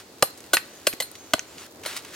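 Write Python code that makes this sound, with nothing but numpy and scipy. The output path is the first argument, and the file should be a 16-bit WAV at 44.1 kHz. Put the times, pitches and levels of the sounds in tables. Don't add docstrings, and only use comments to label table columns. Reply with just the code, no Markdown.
import sys
import numpy as np
from scipy import signal
from scipy.fft import rfft, irfft, next_fast_len
from scipy.io import wavfile
from scipy.ndimage import map_coordinates

SR = 44100
rng = np.random.default_rng(int(sys.argv[2]) if len(sys.argv) > 2 else 0)


def to_wav(sig):
    pcm = np.clip(np.atleast_2d(sig), -1, 1) * 32767
    pcm = np.round(pcm).astype(np.int16)
    wavfile.write(sys.argv[1], SR, pcm.T)


N = 94815


def amp(db):
    return 10 ** (np.asarray(db) / 20)


def unit(x):
    return x / np.sqrt(np.mean(x ** 2) + 1e-20)


def along(points, hz):
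    freqs, values = np.transpose(points)
    return np.interp(np.log(hz + 1), np.log(freqs + 1), values)


def curves(rows):
    times, *columns = np.transpose(rows)
    return [np.interp(np.arange(N) / SR, times, column) for column in columns]


def wobble(rate):
    return map_coordinates(rng.standard_normal(N // 10), [np.arange(N) * rate / SR], mode="wrap")


def filtered(x, response):
    n = x.shape[-1]
    padded = next_fast_len(n + SR // 10)
    return irfft(rfft(x, padded) * response(np.fft.rfftfreq(padded, 1 / SR)), padded)[..., :n]


def add(out, start, sound):
    part = out[:, round(start * SR):][:, :sound.shape[-1]]
    part += sound[..., :part.shape[-1]]


def envelope(t, rise, hold, t60):
    return (1 - np.exp(-t / rise)) * amp(-60 * np.maximum(t - hold, 0) / t60)


def burst(t, colour_db, side_db):
    mid, side = filtered(rng.standard_normal((2, len(t))), lambda hz: amp(colour_db(hz)))
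    return unit(np.array([mid + amp(side_db) * side, mid - amp(side_db) * side]))


def ring(t, modes, rise, scatter_db):
    draws = rng.standard_normal((len(modes), 3))
    walks = np.cumsum(rng.standard_normal((len(modes), len(t))), axis=1)
    drifts = 0.35 * walks / np.sqrt(SR * 0.01)
    out = np.zeros((2, len(t)))
    for (hz, db, t60), draw, drift in zip(modes, draws, drifts):
        gain = amp(db + scatter_db * draw[:2, None])
        out += gain * np.sin(2 * np.pi * (hz * t + draw[2]) + drift) * envelope(t, rise, 0, t60)
    return out


def grains(per_s, spread_db):
    impulses = (rng.random(N) < per_s / SR) * rng.choice([-1, 1], N)
    return impulses * amp(spread_db * np.minimum(rng.exponential(size=N), 2 * np.pi))


def hush():
    # f/Hz, level/dB
    murmur_colour = [(20, -28), (45, -21), (70, -9.5), (88, -3), (115, -7), (200, -5.5), (330, 0),
                     (520, -3), (750, -7), (1500, -16.5), (3000, -27), (16000, -37)]
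    # f/Hz, left-right correlation
    likeness = [(100, 0.93), (350, 0.94), (900, 0.43), (2000, 0.05), (12000, 0.3)]
    # t/s, level/dB
    rustle = [(0, -52), (.5, -49.5), (.75, -50.5), (1.0, -53), (1.17, -49), (1.42, -52), (1.57, -47),
              (1.68, -52), (1.81, -46), (2.0, -50.5), (2.12, -48)]
    # f/Hz, level/dB
    leaf_colour = [(300, -22), (1500, 2.5), (3000, -1.5), (4300, 4.5), (5500, 1), (7000, 0.5),
                   (10000, -5.5), (16000, -5)]

    def mid_side_gains(hz):
        angle = np.arccos(np.clip(along(likeness, hz), -1, 1)) / 2
        return amp(along(murmur_colour, hz)) * [np.cos(angle), np.sin(angle)]

    mid, side = filtered(rng.standard_normal((2, N)), mid_side_gains)
    murmur = unit(np.array([mid + side, mid - side]))
    leaves = unit(filtered(rng.standard_normal((2, N)), lambda hz: amp(along(leaf_colour, hz))))
    murmur_db, = curves(rustle)
    return amp(murmur_db) * murmur + amp(-54) * leaves


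def wood(x):
    # f/Hz, t60/s
    decay = [(150, 0.14), (600, 0.34), (2000, 0.38), (4500, 0.33), (9000, 0.38), (15000, 0.59)]
    # f/Hz, level/dB
    colour = [(200, -17), (1000, 2.5), (3200, 0), (4300, 9), (5400, -0.5), (7500, 1), (14000, -12.5)]
    band_hz, frame_s, bands = signal.stft(rng.standard_normal((2, SR // 2)), SR, nperseg=256)
    fade = amp(-60 * frame_s / along(decay, band_hz)[:, None])
    _, tail = signal.istft(bands * fade, SR, nperseg=256)
    tail = filtered(tail, lambda hz: amp(along(colour, hz)))
    t = np.arange(tail.shape[1]) / SR
    early = rng.standard_normal(tail.shape) * envelope(t, rise=0.008, hold=0.01, t60=0.076)
    response = amp(-19.5) * tail / np.linalg.norm(tail[0]) + amp(-17) * early / np.linalg.norm(early[0])
    return signal.fftconvolve(x, response, axes=1)[:, :N]


def whistle():
    # t/s, f/Hz, level/dB
    phrase = [(.69, 6200, -58), (.73, 5900, -52), (.79, 7000, -51), (.85, 6900, -56), (.95, 6500, -68),
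              (1.06, 6300, -54), (1.16, 6170, -51), (1.235, 6480, -50), (1.32, 5950, -50),
              (1.42, 6700, -59), (1.52, 7450, -55), (1.585, 6900, -48), (1.60, 6300, -51),
              (1.64, 5950, -54), (1.68, 5700, -72)]
    hz, db = curves(phrase)
    t = np.arange(N) / SR
    phase = 2 * np.pi * np.cumsum(hz * (1 + 0.007 * wobble(500))) / SR
    gate = (t > phrase[0][0]) * (t < phrase[-1][0])
    tone = amp(db + 2 * wobble(25)) * np.sin(phase) * gate
    paths = rng.standard_normal((2, SR // 10)) * envelope(t[:SR // 10], rise=0.001, hold=0, t60=0.015)
    return signal.fftconvolve(tone[None], paths / np.linalg.norm(paths[0]), axes=1)[:, :N]


def ticks():
    # f/Hz, level/dB
    colour = [(500, -20), (3000, -2), (6000, 0), (12000, -2), (16000, -7)]
    clicks = filtered(grains(per_s=40, spread_db=1.5), lambda hz: amp(along(colour, hz)))
    t = np.arange(SR // 50) / SR
    body = rng.standard_normal((2, len(t))) * envelope(t, rise=0.0001, hold=0, t60=0.008)
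    return amp(-61) * unit(signal.fftconvolve(clicks[None], body, axes=1)[:, :N])


def scrape():
    # t/s, level/dB
    strokes = [(0, -41.5), (.04, -58), (.7, -51), (1.15, -52.5), (1.45, -53.5), (1.56, -49), (1.615, -42),
               (1.67, -49.5), (1.70, -73), (1.825, -54.5), (1.865, -35), (1.935, -37), (1.952, -39),
               (1.972, -33), (2.015, -49.5), (2.08, -46.5), (2.105, -47.5), (2.15, -39)]
    # f/Hz, level/dB
    colour = [(100, -20), (250, -8), (600, -4.5), (1400, 3), (2700, 1.5), (5000, -1.5), (8000, -4),
              (12400, -8.5), (16000, -8)]
    level_db, = curves(strokes)
    slips = np.array([unit(grains(per_s=4200, spread_db=-0.5)) for _ in range(3)])
    stereo = slips[0] + amp(-7) * slips[1:]
    return amp(level_db) * unit(filtered(stereo, lambda hz: amp(along(colour, hz))))


def chips():
    # t/s, level/dB, centre f/Hz, width/octaves, t60/s
    clicks = [(0.306, -38, 13000, 0.63, .015), (0.3747, -42.5, 7200, 2, 0.09),
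              (0.4046, -37, 7000, 1.5, .015), (0.4407, -40, 2510, 6, 0.019), (.4638, -42, 7200, 1.2, .015),
              (0.569, -8, 1840, 0.7, 0.017), (0.575, -27.5, 2190, 1.1, 0.067),
              (0.9276, -29.5, 2370, 0.93, 0.038), (0.9344, -31.5, 9200, 2.3, 0.029),
              (0.9363, -33.5, 296, 0.55, 0.031), (1.0358, -45, 12000, 1, .015),
              (1.1149, -35.5, 10200, 1.3, 0.016), (1.1532, -36.5, 3300, 1.8, 0.037),
              (1.3815, -32.5, 880, 1.4, 0.032), (1.3934, -22.5, 6030, 0.17, 0.0089),
              (1.3931, -25, 2250, .5, .018), (1.582, -35.5, 3000, 1.6, 0.022),
              (1.8352, -35, 2310, 3, 0.055), (1.851, -31, 1670, 1.1, 0.023),
              (1.8614, -26, 1300, 3.8, 0.021), (1.9644, -25.5, 4160, 4.4, 0.041),
              (1.9735, -28, 4540, 4.5, 0.027), (2.0487, -33.5, 2780, 2.3, 0.029)]
    out, t = np.zeros((2, N)), np.arange(SR // 6) / SR
    for start, db, centre_hz, width, t60 in clicks:
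        def peak_db(hz):
            octaves = np.abs(np.log2((hz + 1) / centre_hz))
            return -10 * np.log10(1 + (2 * octaves / width) ** 2) - 2.2 * octaves

        click = burst(t, peak_db, side_db=-12) * envelope(t, rise=0.000093, hold=0.00043, t60=t60)
        add(out, start, amp(db) * click)
    return out


def knocks():
    # t/s, thump/dB, knock f/Hz, knock/dB,
    # second tone f/Hz, second tone/dB, clack f/Hz, clack/dB, clack t60/s, clink f/Hz, clink/dB
    recoils = [(.2255, -25, 553, -10.5, 791, -15.5, 1190, -5, 0.022, 3010, -17.5),
               (.5335, -36, 383, -22, 712, -20, 1487, -7, 0.04, 1154, -18),
               (.8696, -27, 581, -16, 379, -20.5, 1572, -21, 0.043, 2756, -15.5),
               (1.002, -42.5, 543, -25.5, 620, -39, 2026, -23, 0.052, 3020, -20.5),
               (1.3357, -21.5, 611, -13.5, 292, -20, 1220, -5.5, 0.014, 1518, -16.5)]
    # f/Hz, level/dB
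    thump_colour = [(25, -54), (70, -9.5), (160, -4), (330, 2), (480, -10.5), (1000, -43)]
    out, t = np.zeros((2, N)), np.arange(SR // 5) / SR

    def tone(hz, db, rise, hold, t60):
        return amp(db) * np.sin(2 * np.pi * hz * t) * envelope(t, rise, hold, t60)

    for (start, thump_db, knock_hz, knock_db, second_hz, second_db,
         clack_hz, clack_db, clack_t60, clink_hz, clink_db) in recoils:
        thump = burst(t, lambda hz: along(thump_colour, hz), side_db=-30)
        thump *= amp(thump_db) * envelope(t, rise=0.0011, hold=0.0043, t60=0.033)
        knock = tone(knock_hz, knock_db, rise=0.0028, hold=0.0063, t60=0.017)
        knock += tone(second_hz, second_db, rise=0.0028, hold=0.0055, t60=0.029)
        clack = tone(clack_hz, clack_db, rise=0.002, hold=0.00078, t60=clack_t60)
        clink = tone(clink_hz, clink_db, rise=0.0016, hold=0.0028, t60=0.024)
        add(out, start, thump + knock + clack + clink)
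    return out


def hammer():
    # t/s, crunch/dB, crush length/s, crunch t60/s, crunch and rock tilt/(dB per octave),
    # rock/dB, head/dB, head tilt/(dB per octave), head decay factor
    blows = [(0.224, -9.5, 0.0036, 0.0066, 0, -14, -18.5, 7, 0.72),
             (0.5329, -15.5, 0.011, 0.045, 1.16, -20, -18.5, 9, 0.6),
             (0.5408, -35, 0.0019, 0.016, 0.5, -31, -15, -3.5, 0.72),
             (0.8684, -14.5, 0.0049, 0.025, 1, -18, -20, 4, 0.95),
             (1.001, -22, 0.0052, 0.053, 1.5, -26, -44, 11, 1),
             (1.0217, -35, 0.0055, 0.054, 1, -34.5, -26.5, -4, 0.81),
             (1.3349, -14, 0.0046, 0.0071, -1.1, -17, -33.5, -6, 1.1),
             (1.8596, -27, 0.0032, 0.039, -1.5, -37, -29.5, -5, 0.91)]
    # f/Hz, level/dB
    crunch_colour = [(60, -63), (250, -11), (600, 7), (1200, -3.5), (2500, -1.5), (4200, -2), (6000, -4.5),
                     (9000, -5.5), (12500, -4.5), (16000, -10.5)]
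    # f/Hz, level/dB
    rock_modes = [(1020, -1), (1490, -2), (2030, 2.5), (2450, -13), (2850, -6), (3050, 6), (3350, 4),
                  (3880, -11), (4130, 4.5), (4420, 3.5), (5050, 2.5), (6600, -3), (7590, 6)]
    # f/Hz, level/dB, base t60/s
    head_modes = [(3945, -12, .13), (4262, -4, .11), (7595, -13, .13), (9150, 0, .13), (11725, -4, .19),
                  (11930, -11, .06), (12622, -11, .07)]
    rock_t60 = 0.023
    out, t = np.zeros((2, N)), np.arange(SR // 3) / SR
    for start, crunch_db, crush_s, crunch_t60, tilt, rock_db, head_db, head_tilt, head_decay in blows:
        def tilt_db(hz):
            return tilt * np.log2(np.maximum(hz, 500) / 3000)

        crunch = burst(t, lambda hz: along(crunch_colour, hz) + tilt_db(hz), side_db=-13)
        crunch *= amp(crunch_db) * envelope(t, rise=0.00089, hold=crush_s, t60=crunch_t60)
        rock = [(hz, db + tilt_db(hz), rock_t60) for hz, db in rock_modes]
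        head = [(hz, db + head_tilt * np.log2(hz / 8000), t60 * head_decay) for hz, db, t60 in head_modes]
        rock_ring = amp(rock_db) * ring(t, rock, rise=0.0013, scatter_db=1.5)
        head_ring = amp(head_db) * ring(t, head, rise=0.0017, scatter_db=1)
        add(out, start, crunch + rock_ring + head_ring)
    return out


def scene():
    work = hammer() + chips() + scrape()
    recoil = knocks()
    lead_s = np.array([[1.3e-5], [-1.3e-5]])
    direct = filtered(work + recoil, lambda hz: np.exp(2j * np.pi * hz * lead_s))
    reverb = wood(work + amp(-3) * recoil)
    return direct + reverb + ticks() + whistle() + hush()


def record(dry):
    return filtered(np.clip(dry, -1, 1), lambda hz: hz < 16000)


dry = scene()
out = record(dry)
to_wav(out)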